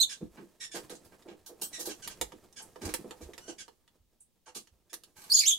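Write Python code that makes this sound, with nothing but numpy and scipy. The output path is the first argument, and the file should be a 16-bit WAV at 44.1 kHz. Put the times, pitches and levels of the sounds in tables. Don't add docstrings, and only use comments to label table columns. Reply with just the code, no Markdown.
import sys
import numpy as np
from scipy import signal
from scipy.fft import rfft, irfft, next_fast_len
from scipy.io import wavfile

SR = 44100
rng = np.random.default_rng(int(sys.argv[2]) if len(sys.argv) > 2 else 0)


def transcribe(signal):
    frames = np.atleast_2d(signal).T
    limited = np.clip(frames, -1, 1)
    pcm = np.round(limited * 32767).astype(np.int16)
    wavfile.write(sys.argv[1], SR, pcm)


N = 246078
TIME = np.arange(N) / SR


def undb(db):
    return 10 ** (np.asarray(db) / 20)


def unit(x):
    return x / np.sqrt(np.mean(x ** 2) + 1e-20)


def add(out, start_s, x):
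    i = max(0, int(start_s * SR))
    out[i:i + len(x)] += x[:max(0, N - i)]


def band(x, low_hz, high_hz, order=2):
    high_hz = min(high_hz, .47 * SR)
    low_hz = min(low_hz, .95 * high_hz)
    return signal.sosfilt(signal.butter(order, [low_hz, high_hz], "band", fs=SR, output="sos"), x)


def colour(x, eq):
    hz, db = np.transpose(eq)
    n = next_fast_len(len(x), True)
    bins_hz = np.fft.rfftfreq(n, 1 / SR)
    gain = undb(np.interp(np.log(bins_hz + 1), np.log(hz), db))
    return irfft(rfft(x, n) * gain, n)[:len(x)]


def wobble(n, rate_hz):
    knots = np.arange(n) * rate_hz / SR
    return unit(np.interp(knots, np.arange(16384), rng.standard_normal(16384)))


def grit(n, spread_db):
    return unit(rng.standard_normal(n) * undb(spread_db * wobble(n, 1500)))


def ring(x, modes):
    t = TIME[:SR // 6]
    response = sum(undb(db) * np.sin(2 * np.pi * hz * t) * np.exp(-np.log(1000) * t / t60_s)
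                   for hz, db, t60_s in modes)
    return signal.fftconvolve(x, response / np.linalg.norm(response))[:len(x)]


def swell(rise_s, hold_s, fall_s):
    t = TIME[:SR // 3]
    return np.minimum(t / rise_s, 1) * 10 ** (-np.maximum(t - rise_s - hold_s, 0) / fall_s)


def match(x, envelope):
    return unit(x) * np.sqrt(np.mean(envelope ** 2))


def squeaks(trim_db=-.88, jitter=.068, flutter_db=5, air_db=-8.5, rough_per_db=.022):
    # (time_s, pitch_hz, level_db)
    whistles = [ (-9.5, .13, [(0, 3956, -15), (.024, 4336, -25), (.033, 3525, -16), (.041, 3590, -32.5),
                (.056, 3630, -50)]), (19.5, .18, [(.01, 3370, -33), (.015, 3273, -20.5),
                (.029, 3140, -26.5)]), (-13.5, 0.052, [(5.298, 4540, -31.5), (5.31, 4380, -28),
                (5.317, 4450, -16.5), (5.324, 4980, -13)]), (-13.5, 0.53, [(5.322, 5000, -17.5),
                (5.342, 5100, -28.5), (5.368, 4446, -22), (5.384, 4600, -28), (5.397, 4765, -17),
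                (5.414, 4700, -29)]), (27, 0.023, [(5.335, 3420, -31), (5.346, 3344, -11),
                (5.354, 3380, -21), (5.372, 3220, -37)]), (13, 0.52, [(5.372, 3210, -25), (5.39, 3456, -19),
                (5.403, 3540, -30)]), (7.5, 1, [(5.409, 2603, -26), (5.42, 2414, -27.5), (5.44, 2090, -34),
                (5.45, 2200, -34)]), (6, .3, [(5.448, 2290, -39.5), (5.463, 3086, -21), (5.483, 3740, -16),
                (5.495, 3310, -20), (5.513, 3176, -26)]), (-16, 0.24, [(5.511, 3550, -24),
                (5.53, 3370, -20), (5.552, 3370, -47)]), ]
    out = np.zeros(N)
    for octave_db, least_rough, contour in whistles:
        times, pitches, levels = np.transpose(contour)
        t = np.arange(times[0], times[-1], 1 / SR)
        hz, db = np.interp(t, times, pitches), np.interp(t, times, levels)
        rough = np.clip(least_rough + rough_per_db * (db.max() - db), 0, 1)
        pitch = hz * (1 + jitter * rough * wobble(len(t), rate_hz=1400))
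        phase = 2 * np.pi * np.cumsum(pitch) / SR
        partials = undb([0, octave_db, octave_db / 2 - 12.5, octave_db / 2 - 15])
        tone = sum(gain * np.sin(k * phase) * (k * hz < SR / 2) for k, gain in enumerate(partials, 1))
        tone *= np.sqrt(2 / np.sum(partials ** 2))
        flutter = unit(undb(flutter_db * rough * wobble(len(t), rate_hz=900)))
        air = undb(air_db) * rough * unit(band(grit(len(t), spread_db=4), 3800, 14970))
        fade = np.clip(np.minimum(t - times[0], times[-1] - t) / .0017, 0, 1)
        voice = (tone * flutter + air) * undb(db + trim_db) * fade
        add(out, times[0], band(voice, .82 * hz.min(), 13800, order=8))
    return out


def shuffle(trim_db=2, patchy_db=3):
    # time_s, level_db
    restlessness = [(0.0, -64), (0.71, -70.5), (0.84, -59.5), (1.48, -69.5), (1.99, -58), (2.39, -65.5),
                    (2.61, -65.5), (2.78, -62), (2.97, -59.5), (3.51, -65), (3.7, -74.5), (4.27, -87),
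                    (4.66, -78.5), (4.91, -80), (5.35, -61), (5.58, -67)]
    # freq_hz, gain_db
    rub_eq = [(40, 0.5), (130, -3), (230, 0), (450, -2), (800, -8), (1500, -15), (3000, -19.5), (8000, -20),
              (15000, -26.5)]
    db = np.interp(TIME, *np.transpose(restlessness)) + trim_db + patchy_db * wobble(N, rate_hz=45)
    return unit(colour(grit(N, spread_db=2.5), rub_eq)) * undb(db)


def feathers(trim_db=-6.5, patchy_db=2):
    # time_s, level_db
    rustle = [(0.2, -70), (0.65, -77), (0.76, -65), (1.38, -79), (1.89, -57), (2.39, -73), (3.41, -64),
              (4.01, -86), (4.9, -84), (5.25, -69)]
    db = np.interp(TIME, *np.transpose(rustle)) + trim_db + patchy_db * wobble(N, rate_hz=14)
    return unit(band(grit(N, spread_db=2), 4500, 13000)) * undb(db)


def room_tone(gain_db=-76.5):
    # freq_hz, gain_db
    bed_eq = [(30, 0), (230, -9.5), (1400, -32.5), (3200, -23), (12600, -27.5), (15000, -23)]
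    left, right, shared = (unit(colour(rng.standard_normal(N), bed_eq)) for _ in range(3))
    return undb(gain_db) * (.99 * np.array([left, right]) + .59 * shared)


def rasps(trim_db=-1, jitter=.06, air_db=1, sag=.151):
    # start_s, length_s, level_db, pitch_hz, roughness
    calls = [(0.087, .055, -39, 1688, 0.9), (0.597, 0.068, -39, 1837, 0.59), (.708, 0.056, -44, 1694, 0.82),
             (1.724, .05, -40, 1935, 0.65), (1.765, .05, -45, 1850, .2), (1.885, 0.041, -41, 1601, 1.01),
             (2.018, 0.041, -43, 1505, 0.71), (2.093, 0.034, -46.5, 1510, 1), (2.556, .055, -45, 1604, 0.9),
             (3.4, 0.09, -56.5, 1469, 0.25), (3.474, 0.04, -43.5, 1516, 0.62),
             (3.578, 0.047, -43.5, 1638, 1.05), (4.455, .045, -54, 1475, 1),
             (4.894, 0.024, -56.5, 1735, 0.65)]
    # freq_hz, gain_db
    throat_eq = [(600, -18), (1200, -8.5), (1700, -4), (2500, 1), (3400, -0.5), (4400, -3.5), (5500, 1),
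                 (8000, -2.5), (14000, -8.5)]
    out = np.zeros(N)
    for start_s, length_s, db, hz, rough in calls:
        n = int(length_s * SR)
        bend = sag * np.linspace(.5, -.5, n) + jitter * wobble(n, rate_hz=1200)
        phase = 2 * np.pi * np.cumsum(hz * (1 + rough * bend)) / SR
        buzz = unit(sum(np.sin(k * phase) for k in range(1, 9)))
        air = undb(air_db) * rough * grit(n, spread_db=2.2)
        voice = band(colour(buzz + air, throat_eq), 1000, 9600, order=4)
        add(out, start_s, unit(voice) * signal.windows.tukey(n, .4) * undb(db + trim_db))
    return out


def treads(trim_db=-.5, ring_db=-3):
    # start_s, hold_s, level_db, centre_hz
    steps = [(0.205, 0.0058, -35.5, 246), (0.371, 0.052, -49, 272), (0.738, 0.014, -39.5, 418),
             (0.894, 0.027, -45, 393), (1.249, 0.068, -49, 393), (1.49, 0.017, -50, 418),
             (1.61, 0.0018, -46, 312), (1.776, 0.036, -48.5, 442), (1.866, 0.025, -39.5, 413),
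             (2.206, 0.0022, -46.5, 267), (2.316, .008, -50, 290), (2.595, 0.0018, -52.5, 870),
             (2.753, .005, -48, 420), (2.81, 0.014, -40, 303), (2.854, 0.018, -37.5, 384),
             (2.98, .015, -47.5, 242), (3.038, .004, -41, 326), (3.102, .002, -47, 650),
             (3.202, 0.0017, -44.5, 390), (3.277, .002, -45.5, 430), (3.474, 0.012, -41.5, 420),
             (4.463, .008, -52, 820), (4.553, .005, -49, 298), (4.922, 0.0018, -53, 447)]
    # pitch_hz, level_db, t60_s
    perch_modes = [(222.7, -1, .08), (352.5, 1, .09), (420, -2, .09), (500, 0, .09), (895, -5, .06)]
    out = np.zeros(N)
    for start_s, hold_s, db, hz in steps:
        push = swell(rise_s=.0092, hold_s=hold_s, fall_s=.055)
        rub = band(grit(len(push), spread_db=3) * push, hz / 1.473, hz * 1.47)
        thud = unit(rub) + undb(ring_db) * unit(ring(rub, perch_modes))
        add(out, start_s, undb(db + trim_db) * match(thud, push))
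    return out


def cage_sways():
    # start_s, level_db
    sways = [(0.216, -51), (2.201, -46), (2.833, -37), (3.21, -45), (3.989, -63.5), (4.711, -62)]
    out = np.zeros(N)
    push = swell(rise_s=.011, hold_s=0, fall_s=.078)
    for start_s, db in sways:
        rumble = band(rng.standard_normal(len(push)) * push, 39, 84)
        add(out, start_s, undb(db) * match(rumble, push))
    return out


def scratches(wood_db=-11):
    # start_s, hold_s, level_db, low_hz, high_hz, wire_mix_db
    scrapes = [(0.371, 0.0071, -53.5, 600, 2100, -28), (0.747, 0.01, -38, 800, 9400, -12),
               (0.894, 0.0025, -42, 1190, 9200, -16), (0.943, 0.0044, -51.5, 3000, 8600, -15),
               (1.042, 0.0018, -57.5, 3500, 14000, -15), (1.118, 0.0067, -62, 700, 2190, -21.5),
               (1.275, 0.034, -58, 600, 3930, -23), (1.459, 0.0023, -43, 3030, 14000, -14.5),
               (1.612, 0.0025, -30.5, 3200, 14900, -3.5), (1.79, 0.019, -37.5, 3520, 12500, -17.5),
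               (1.852, 0.009, -35, 3040, 13000, -18), (2.614, 0.0054, -47.5, 7000, 10800, -18.5),
               (2.813, 0.087, -44, 895, 9500, -31), (3.209, 0.018, -52, 1490, 9700, -23),
               (4.2, 0.0027, -53.5, 7800, 10000, -26), (4.547, 0.013, -38.5, 2320, 9900, -33),
               (5.156, 0.16, -54.5, 1000, 12500, -17)]
    # pitch_hz, level_db, t60_s
    wire_modes = [(3120, -5, .07), (3290, -6, .06), (5600, -4, .12), (8050, -3, .15), (9250, -4, .2),
                  (12100, -8, .15)]
    out = np.zeros(N)
    for start_s, hold_s, db, low_hz, high_hz, wire_mix_db in scrapes:
        push = swell(rise_s=.0047, hold_s=hold_s, fall_s=.033)
        slips = grit(len(push), spread_db=5.5) * push
        scrape = match(band(slips, low_hz, high_hz), push)
        weight = min(1, 3000 / low_hz) ** 2
        wood = undb(wood_db) * weight * match(band(slips, 680, 2440), push)
        wires = undb(wire_mix_db) * match(ring(scrape, wire_modes), push)
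        add(out, start_s, undb(db) * (scrape + wood + wires))
    return out


def clicks(crack_s=.0016, wood_db=-7.5):
    # start_s, strength_db, centre_hz
    hits = [(1.223, -33.5, 2920), (2.076, -8, 4440), (2.213, 0.5, 3300), (2.321, -21, 770),
            (2.527, -30.5, 6300), (2.759, -19.5, 755), (2.9396, 1, 7000), (2.943, -10, 2130),
            (3.109, -15.5, 1550), (3.335, -21.5, 1460), (3.3799, -16.5, 2450), (3.681, -22.5, 1220),
            (3.878, -35.5, 2503), (4.673, -33, 3017), (4.9312, -12.5, 5200), (4.94, -11, 5360),
            (5.0363, -23.5, 5200)]
    # pitch_hz, level_db, t60_s
    wood_modes = [(490, 3.5, .04), (945, -6, .022), (1270, 1, 0.0085), (1947, -.5, 0.0083)]
    out, t = np.zeros(N), TIME[:SR // 16]
    for start_s, db, hz in hits:
        octaves = max(4.2 + .08 * db, 1)
        spread = 2 ** (octaves / 2)
        crack = rng.standard_normal(len(t)) * np.exp(-t / crack_s)
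        impulse = t == 0
        snap = band(impulse + crack / np.linalg.norm(crack), hz / spread, hz * spread, order=1)
        click = snap + undb(wood_db) * ring(snap, wood_modes)
        add(out, start_s, undb(db) * click / np.linalg.norm(click))
    return band(out, 200, 12500)


def room(x, wet_db, pan_db, t60_s, tail_db=-22.5, tail_t60_s=.36):
    t = TIME[:SR // 4]
    decay = np.exp(-np.log(1000) * t / t60_s) + undb(tail_db) * np.exp(-np.log(1000) * t / tail_t60_s)
    walls = rng.standard_normal((2, len(t))) * decay * (t > .0012)
    response = undb(wet_db) * walls / np.linalg.norm(walls, axis=1, keepdims=True)
    response[:, 0] = 1
    response *= undb([[pan_db / 2], [-pan_db / 2]]) / np.sqrt(1 + undb(wet_db) ** 2)
    return signal.oaconvolve(x[None], response, axes=1)[:, :N]


def scene():
    return (room(squeaks(), wet_db=3.5, pan_db=-2.9, t60_s=.078)
            + room(rasps() + scratches() + feathers(), wet_db=6.5, pan_db=-3.5, t60_s=.11)
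            + room(clicks(), wet_db=4, pan_db=-4, t60_s=.084)
            + room(treads() + shuffle(), wet_db=-5.5, pan_db=-2.5, t60_s=.13)
            + cage_sways() * undb([[-2], [1]])
            + room_tone())


def record(dry, top_hz=15700):
    return signal.sosfilt(signal.ellip(8, .2, 70, top_hz, fs=SR, output="sos"), dry)


dry = scene()
out = record(dry)
transcribe(out)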